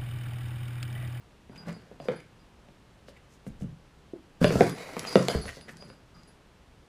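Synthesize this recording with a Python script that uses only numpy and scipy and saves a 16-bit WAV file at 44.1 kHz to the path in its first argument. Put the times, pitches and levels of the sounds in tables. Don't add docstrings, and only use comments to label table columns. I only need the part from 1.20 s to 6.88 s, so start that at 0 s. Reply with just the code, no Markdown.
import sys
import numpy as np
from scipy import signal
from scipy.fft import rfft, irfft, next_fast_len
from scipy.io import wavfile
from scipy.ndimage import uniform_filter1d, map_coordinates

SR = 44100
rng = np.random.default_rng(int(sys.argv[2]) if len(sys.argv) > 2 else 0)


def dump(signal):
    limited = np.clip(np.atleast_2d(signal).T, -1, 1)
    pcm = np.round(limited * 32767).astype(np.int16)
    wavfile.write(sys.argv[1], SR, pcm)


N = 250473
T = np.arange(SR // 2) / SR


def amp(db):
    return 10 ** (np.asarray(db) / 20)


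def unit(x):
    return x / np.sqrt(np.mean(x ** 2) + 1e-20)


def struck(x):
    return x / np.sqrt(np.mean(x[:SR // 40] ** 2))


def along(points, hz):
    f, value = np.transpose(points)
    return np.interp(np.log(hz + 1), np.log(f + 1), value)


def filtered(x, response):
    size = next_fast_len(len(x) + 8192)
    f = np.fft.rfftfreq(size, 1 / SR)
    return irfft(rfft(x, size) * response(f), size)[:len(x)]


def coloured(x, spectrum):
    return unit(filtered(x, lambda f: amp(along(spectrum, f))))


def resonance(x, hz, q):
    def response(f):
        damping = 1j * f * hz / q
        return damping / (hz * hz - f * f + damping)
    return filtered(x, response)


def add(track, s, x):
    part = track[round(s * SR):][:len(x)]
    part += x[:len(part)]


def grains(size, rate, spread_db):
    caught = rng.random(size) < rate / SR
    strength = rng.standard_normal(size)
    unevenness_db = spread_db * np.clip(rng.standard_normal(size), -2, 2)
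    return unit(caught * strength * amp(unevenness_db))


def patchy(x, depth_db):
    z = signal.stft(x, nperseg=1024)[2]
    across_bands = uniform_filter1d(rng.standard_normal(z.shape), size=4, axis=0)
    field = uniform_filter1d(across_bands, size=5, axis=1)
    return unit(signal.istft(z * amp(depth_db * unit(field)), nperseg=1024)[1][:len(x)])


def ringing(modes):
    total = 0
    for hz, level, t60 in modes:
        envelope = amp(level + rng.normal(0, 2.5) - 60 * T / t60)
        total = total + envelope * np.sin(2 * np.pi * hz * rng.normal(1, 0.069) * T)
    return total


# f/Hz, t60/s
ROOM_DECAY = [(80, 0.42), (200, 0.37), (600, 0.19), (2000, 0.45), (6000, 0.28), (14000, 0.22)]


def in_room(x, wet_db):
    hz, t, z = signal.stft(rng.standard_normal(len(T)), SR, nperseg=256)
    decay = amp(-60 * t / along(ROOM_DECAY, hz)[:, None])
    tail = signal.istft(z * decay, SR, nperseg=256)[1][:len(T)]
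    tail = tail * (1 - np.exp(-T / 0.0013))
    answer = signal.fftconvolve(x, tail / np.linalg.norm(tail))[:len(x)]
    return x + amp(wet_db) * answer


# f/Hz, relative level/dB per Hz
HUSH_SPECTRUM = [(12, -28), (20, -6), (65, -2), (86, -9), (107, -6), (204, -9.5), (285, -13.5),
                 (446, -14.5), (624, -17), (698, -19), (923, -19), (2460, -26.5), (2750, -25.5),
                 (13900, -44.5), (16000, -44)]
HUSH_DB = -56


def hush():
    return amp(HUSH_DB) * coloured(rng.standard_normal(N), HUSH_SPECTRUM)


# f/Hz, level/dB, t60/s
PANEL_MODES = [(136.6, -5.5, 0.23), (187.6, 3.5, 0.061), (253.8, -2, 0.065), (413, 5.5, 0.019),
               (451, -24, 0.12), (531, 4.5, 0.041), (581, -12.5, 0.12), (676, 0.5, 0.036),
               (1040, -46.5, 0.005), (1562, 3, 0.019)]


def panel(hz):
    contact = signal.butter(2, np.clip(3 * hz, 100, 9000), fs=SR)
    baffle = signal.butter(3, 125, "high", fs=SR)
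    ring = resonance(ringing(PANEL_MODES), hz, q=1.26)
    ring = signal.lfilter(*contact, signal.lfilter(*baffle, ring))
    return struck(in_room(ring, wet_db=-2.5))


# t/s, nominal peak level/dB, panel pitch f/Hz, crack level re that peak/dB
PANEL_BLOWS = [(.296, -37, 296, -17.5), (.494, -32.5, 225, -6), (.565, -37.5, 260, -15),
               (0.714, -37, 457, -23), (.801, -31, 463, -13), (0.8854, -13, 514, -13),
               (1.486, -43.5, 304, -11), (1.884, -38.5, 520, -8), (2.266, -26, 228, -20),
               (2.409, -41.5, 500, -14), (2.421, -21.5, 150, -30), (2.442, -26.5, 134, -34),
               (3.215, -8, 157, -33), (3.244, -6, 370, -9.5), (3.306, -16, 425, -13),
               (3.356, -12, 385, -28), (3.408, -2.5, 510, -14.5), (3.767, -24, 310, -4),
               (3.851, -34, 298, 3.5), (3.956, -2, 410, -13), (4.084, -17, 690, -6.5),
               (4.149, -17, 352.5, -21), (4.256, -33.5, 505, -4), (4.37, -35.5, 460, -14),
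               (4.482, -39, 484, -10), (4.624, -40, 514, -4), (4.701, -39.5, 302, -6)]
# f/Hz, relative level/dB per Hz
CRACK_SPECTRUM = [(500, -9), (900, 9), (1500, 4), (2000, 1.5), (2800, 0.5), (4000, -9.5), (7000, -34),
                  (15000, -32)]
FLEX_S, FLEX_RATIO, FLEX_DB, LOWEST_HZ = 0.00402, 0.55, -6, 128


def knocks():
    out = np.zeros(N)
    for s, db, hz, crack_db in PANEL_BLOWS:
        crack = coloured(rng.standard_normal(len(T)), CRACK_SPECTRUM) * amp(-60 * T / 0.01)
        crack = struck(in_room(crack, wet_db=-4.5))
        add(out, s, amp(db - 11.5) * panel(hz) + amp(db + crack_db - 11.0) * crack)
        flex = panel(max(FLEX_RATIO * hz, LOWEST_HZ))
        add(out, s + FLEX_S, amp(db + FLEX_DB - 12.5) * flex)
    return out


STROKE_ATTACK_S, STROKE_RELEASE_DB_PER_S = 0.014, 168


def stroke(start, hold):
    t = np.arange(N) / SR - start
    release_db = -STROKE_RELEASE_DB_PER_S * np.maximum(t - hold, 0)
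    return np.clip(t / STROKE_ATTACK_S, 0, 1) * amp(release_db)


# f/Hz, relative level/dB per Hz
HISS_SPECTRUM = [(1500, -31.5), (3000, -7.5), (4500, 5), (7000, 1), (10000, -9), (13000, -12), (15500, -28)]


def sliding(rows, spectrum):
    gains = []
    for start, hold, rub_db, hiss_db in rows:
        gains.append(amp([[rub_db], [hiss_db]]) * stroke(start, hold))
    rub_gain, hiss_gain = np.max(gains, axis=0)
    jerk = map_coordinates(rng.standard_normal(N // 800 + 4), [np.arange(N) / 800])
    rub = coloured(patchy(grains(N, rate=1800, spread_db=2.5), depth_db=3.5), spectrum)
    hiss = coloured(patchy(grains(N, rate=3000, spread_db=4), depth_db=2.0), HISS_SPECTRUM)
    friction = rub_gain * rub + hiss_gain * hiss
    return in_room(friction * amp(2.47 * jerk - 3), wet_db=-7.5)


# start t/s, hold t/s, rub level/dB, hiss level/dB (before the jerks)
PAW_STROKES = [(.31, 0.19, -46, -78), (.46, 0.034, -37, -62), (.55, 0.2, -56, -76), (.81, 0.11, -44, -64.5),
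               (4.36, .34, -51, -66.5), (4.85, 0.26, -58, -74)]
# f/Hz, relative level/dB per Hz
ROLL_SPECTRUM = [(50, -31), (100, 0), (165, 12.5), (230, 3), (320, 0), (550, -1.5), (900, -8.5),
                 (1500, -9.5), (2500, -22), (4000, -28), (7000, -37)]


def pawing():
    return sliding(PAW_STROKES, ROLL_SPECTRUM)


# f/Hz, level/dB, t60/s
MAIN_MODE = [(4877, 0, .7)]
LOW_PAIR = [(4370, 0, .7), (4478, -3, .7)]
HIGH_MODES = [(9458, -5, .45), (9750, -11, .3), (9865, -5, .4), (10555, 0, .6)]
FREE_S, SETTLE_DB_PER_S = 0.018, 288.5
MIX_SCATTER_DB = 3


def jingle(main_db, low_db, high_db):
    ring = np.zeros(len(T))
    for modes, db in ((MAIN_MODE, main_db), (LOW_PAIR, low_db), (HIGH_MODES, high_db)):
        for hz, level, t60 in modes:
            envelope = amp(db + level + rng.normal(0, MIX_SCATTER_DB) - 60 * T / t60)
            ring += envelope * np.sin(2 * np.pi * (hz + rng.normal(0, 1.0)) * T)
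    damping = amp(-SETTLE_DB_PER_S * np.maximum(T - FREE_S, 0))
    onset = 1 - np.exp(-T / 0.00053)
    return in_room(ring * damping * onset, wet_db=-4.0)


# start t/s, length t/s, main mode level/dB, low pair level/dB, high level/dB
BELL_SHAKES = [(.312, .06, -69, -82, -81), (.378, .02, -49, -80, -82), (.506, .07, -60, -62.5, -73),
               (.803, .06, -59, -73, -76), (.928, .02, -64, -66, -76), (.958, .02, -69, -69, -60.5),
               (1.19, .02, -73, -83, -90), (3.252, .02, -42, -43, -43.5), (3.425, .12, -48, -64, -52),
               (3.58, .16, -59, -70, -65), (3.796, .02, -50, -58, -55), (3.871, .1, -37, -48, -50),
               (4.094, .02, -35, -47, -51), (4.154, .02, -44, -51, -60), (4.213, .06, -51, -51.5, -52.5),
               (4.407, .02, -57, -59, -59.5), (4.572, .14, -55.5, -66, -69.5),
               (4.945, .07, -60.5, -73, -88), (5.074, .02, -71, -75, -63)]
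PELLET_GAP_S, PELLET_SCATTER = .042, .25
SHAKE_FADE_DB_PER_S = 20


def bell():
    out = np.zeros(N)
    for start, length, *mix_db in BELL_SHAKES:
        for t in np.arange(0, length, PELLET_GAP_S):
            late = (t > 0) * PELLET_GAP_S * PELLET_SCATTER * rng.standard_normal()
            add(out, start + t + late, amp(-SHAKE_FADE_DB_PER_S * t) * jingle(*mix_db))
    return out


# middle t/s, nominal level/dB, pitch f/Hz, half length t/s (to 1/e)
PAW_SWIPES = [(0.362, -54, 2480, .01), (.495, -47.5, 2000, 0.022), (1.004, -50, 2230, 0.0034),
              (1.891, -60, 4450, 0.018), (1.972, -58.5, 2200, 0.0093), (2.135, -65, 5830, 0.033),
              (2.276, -58.5, 7260, .012), (2.42, -61.5, 6550, 0.021), (4.288, -38, 1800, 0.011),
              (4.293, -47.5, 2900, .016), (4.361, -55.5, 4460, 0.032), (4.493, -45.5, 1820, 0.0103),
              (4.517, -60, 8200, 0.014), (4.961, -61, 1210, 0.026)]
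SWIPE_Q, SWIPE_Q_HZ = 5.7, 2000


def swipes():
    out = np.zeros(N)
    middle = T[-1] / 2
    for s, db, hz, half in PAW_SWIPES:
        fibres = grains(len(T), rate=3100, spread_db=-2.0)
        brush = unit(resonance(fibres, hz, SWIPE_Q * SWIPE_Q_HZ / hz))
        swell = np.exp(-((T - middle) / half) ** 2)
        add(out, s - middle, amp(db) * in_room(brush * swell, wet_db=-9.0))
    return out


def snaps(rows):
    out = np.zeros(N)
    for s, db, hz in rows:
        snap = rng.standard_normal(len(T)) * amp(-60 * T / .006)
        snap = resonance(resonance(snap, hz, q=0.81), hz, q=0.95)
        add(out, s, amp(db - 23) * struck(in_room(snap, wet_db=-9)))
    return out


# t/s, nominal peak level/dB, pitch f/Hz
SHARP_CLICKS = [(.377, -44, 7000), (.528, -39.5, 5500), (3.243, -18, 3250), (3.391, -35, 7030),
                (3.496, -24.5, 9300), (3.794, -16.5, 5000), (3.956, -18, 4000), (4.0841, -8, 3230),
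                (4.412, -34, 2890), (4.484, -39, 2500), (4.57, -35.5, 4670), (4.624, -39, 3500),
                (4.701, -44.5, 2900), (5.034, -43.5, 4940)]


def ticks():
    return snaps(SHARP_CLICKS)


# t/s, nominal peak level/dB
WEIGHT_DROPS = [(2.265, -42), (2.302, -33), (2.415, -29.5), (3.211, -24), (3.357, -22), (4.155, -20.5),
                (4.256, -34.5)]


def thuds():
    out = np.zeros(N)
    for s, db in WEIGHT_DROPS:
        tone = np.sin(2 * np.pi * rng.uniform(44, 128) * T)
        push = tone * amp(-60 * T / 0.043) * (1 - np.exp(-T / 0.0021))
        add(out, s, amp(db - 10.5) * in_room(struck(push), wet_db=0.0))
    return out


# t/s, nominal peak level/dB
LANDINGS = [(2.935, -21.5), (2.961, -32)]
# f/Hz, level/dB, t60/s
FLOOR_MODES = [(284, -3, 0.03), (323, 21, 0.021), (408, -18, 0.019), (616, -9, 0.068)]


def footfalls():
    out = np.zeros(N)
    for s, db in LANDINGS:
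        thump = ringing(FLOOR_MODES) * (1 - np.exp(-T / 0.0018))
        add(out, s, amp(db - 15.5) * struck(in_room(thump, wet_db=-6.0)))
    return out


# start t/s, hold t/s, rub level/dB, hiss level/dB (before the jerks)
SKID_STROKES = [(3.203, 0.15, -31, -43.5), (3.358, 0.12, -32, -44.5), (3.56, 0.41, -41.5, -59.5),
                (3.854, .2, -40, -44), (4.09, 0.026, -29.5, -44), (4.175, 0.12, -45, -53)]
# f/Hz, relative level/dB per Hz
RUB_SPECTRUM = [(50, -25), (100, 6), (180, 3.5), (310, 6), (500, 7.5), (850, 1), (1500, -0.5), (2100, -9.5),
                (4000, -14), (7000, -21)]
CATCH_PER_S, CATCH_DB, CATCH_SCATTER_DB, CATCH_HZ = 14, 15, 3, 6000


def skid():
    return sliding(SKID_STROKES, RUB_SPECTRUM)


def claw_catches():
    catches = []
    for start, hold, _, hiss_db in SKID_STROKES:
        for _ in range(round(hold * CATCH_PER_S)):
            s = start + hold * rng.random()
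            db = hiss_db + CATCH_DB + rng.normal(0, CATCH_SCATTER_DB)
            catches.append((s, db, CATCH_HZ * rng.lognormal(0, 0.27)))
    return snaps(catches)


# t/s, level/dB (before the room answers)
DRAG_LEVEL = [(3.548, -54.5), (3.585, -44), (3.66, -57), (3.75, -53), (3.82, -53.5), (3.93, -48),
              (3.97, -61)]
# f/Hz, q, level/dB
DRAG_RESONANCES = [(490, 10, 5), (630, 7, 3), (1050, 4, -8), (2030, 8, 0), (3800, 14, -9)]


def drag():
    s, db = np.transpose(DRAG_LEVEL)
    slips = grains(N, rate=790, spread_db=-1)
    hum = unit(sum(amp(level) * resonance(slips, hz, q) for hz, q, level in DRAG_RESONANCES))
    level_db = np.interp(np.arange(N) / SR, s, db, left=-120, right=-120)
    return in_room(hum * amp(level_db), wet_db=5.5)


def scene():
    blows = knocks() + thuds() + footfalls()
    friction = pawing() + swipes() + skid() + drag()
    clicks = ticks() + claw_catches()
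    return (hush() + blows + friction + clicks + bell())[None]


TOP_HZ = 15400


def record(dry):
    mic = [(11000, -1), (13000, -5.0), (15000, -8)]  # f/Hz, level/dB
    return np.array([filtered(x, lambda hz: amp(along(mic, hz)) * (hz < TOP_HZ)) for x in dry])


dry = scene()
out = record(dry)
dump(out)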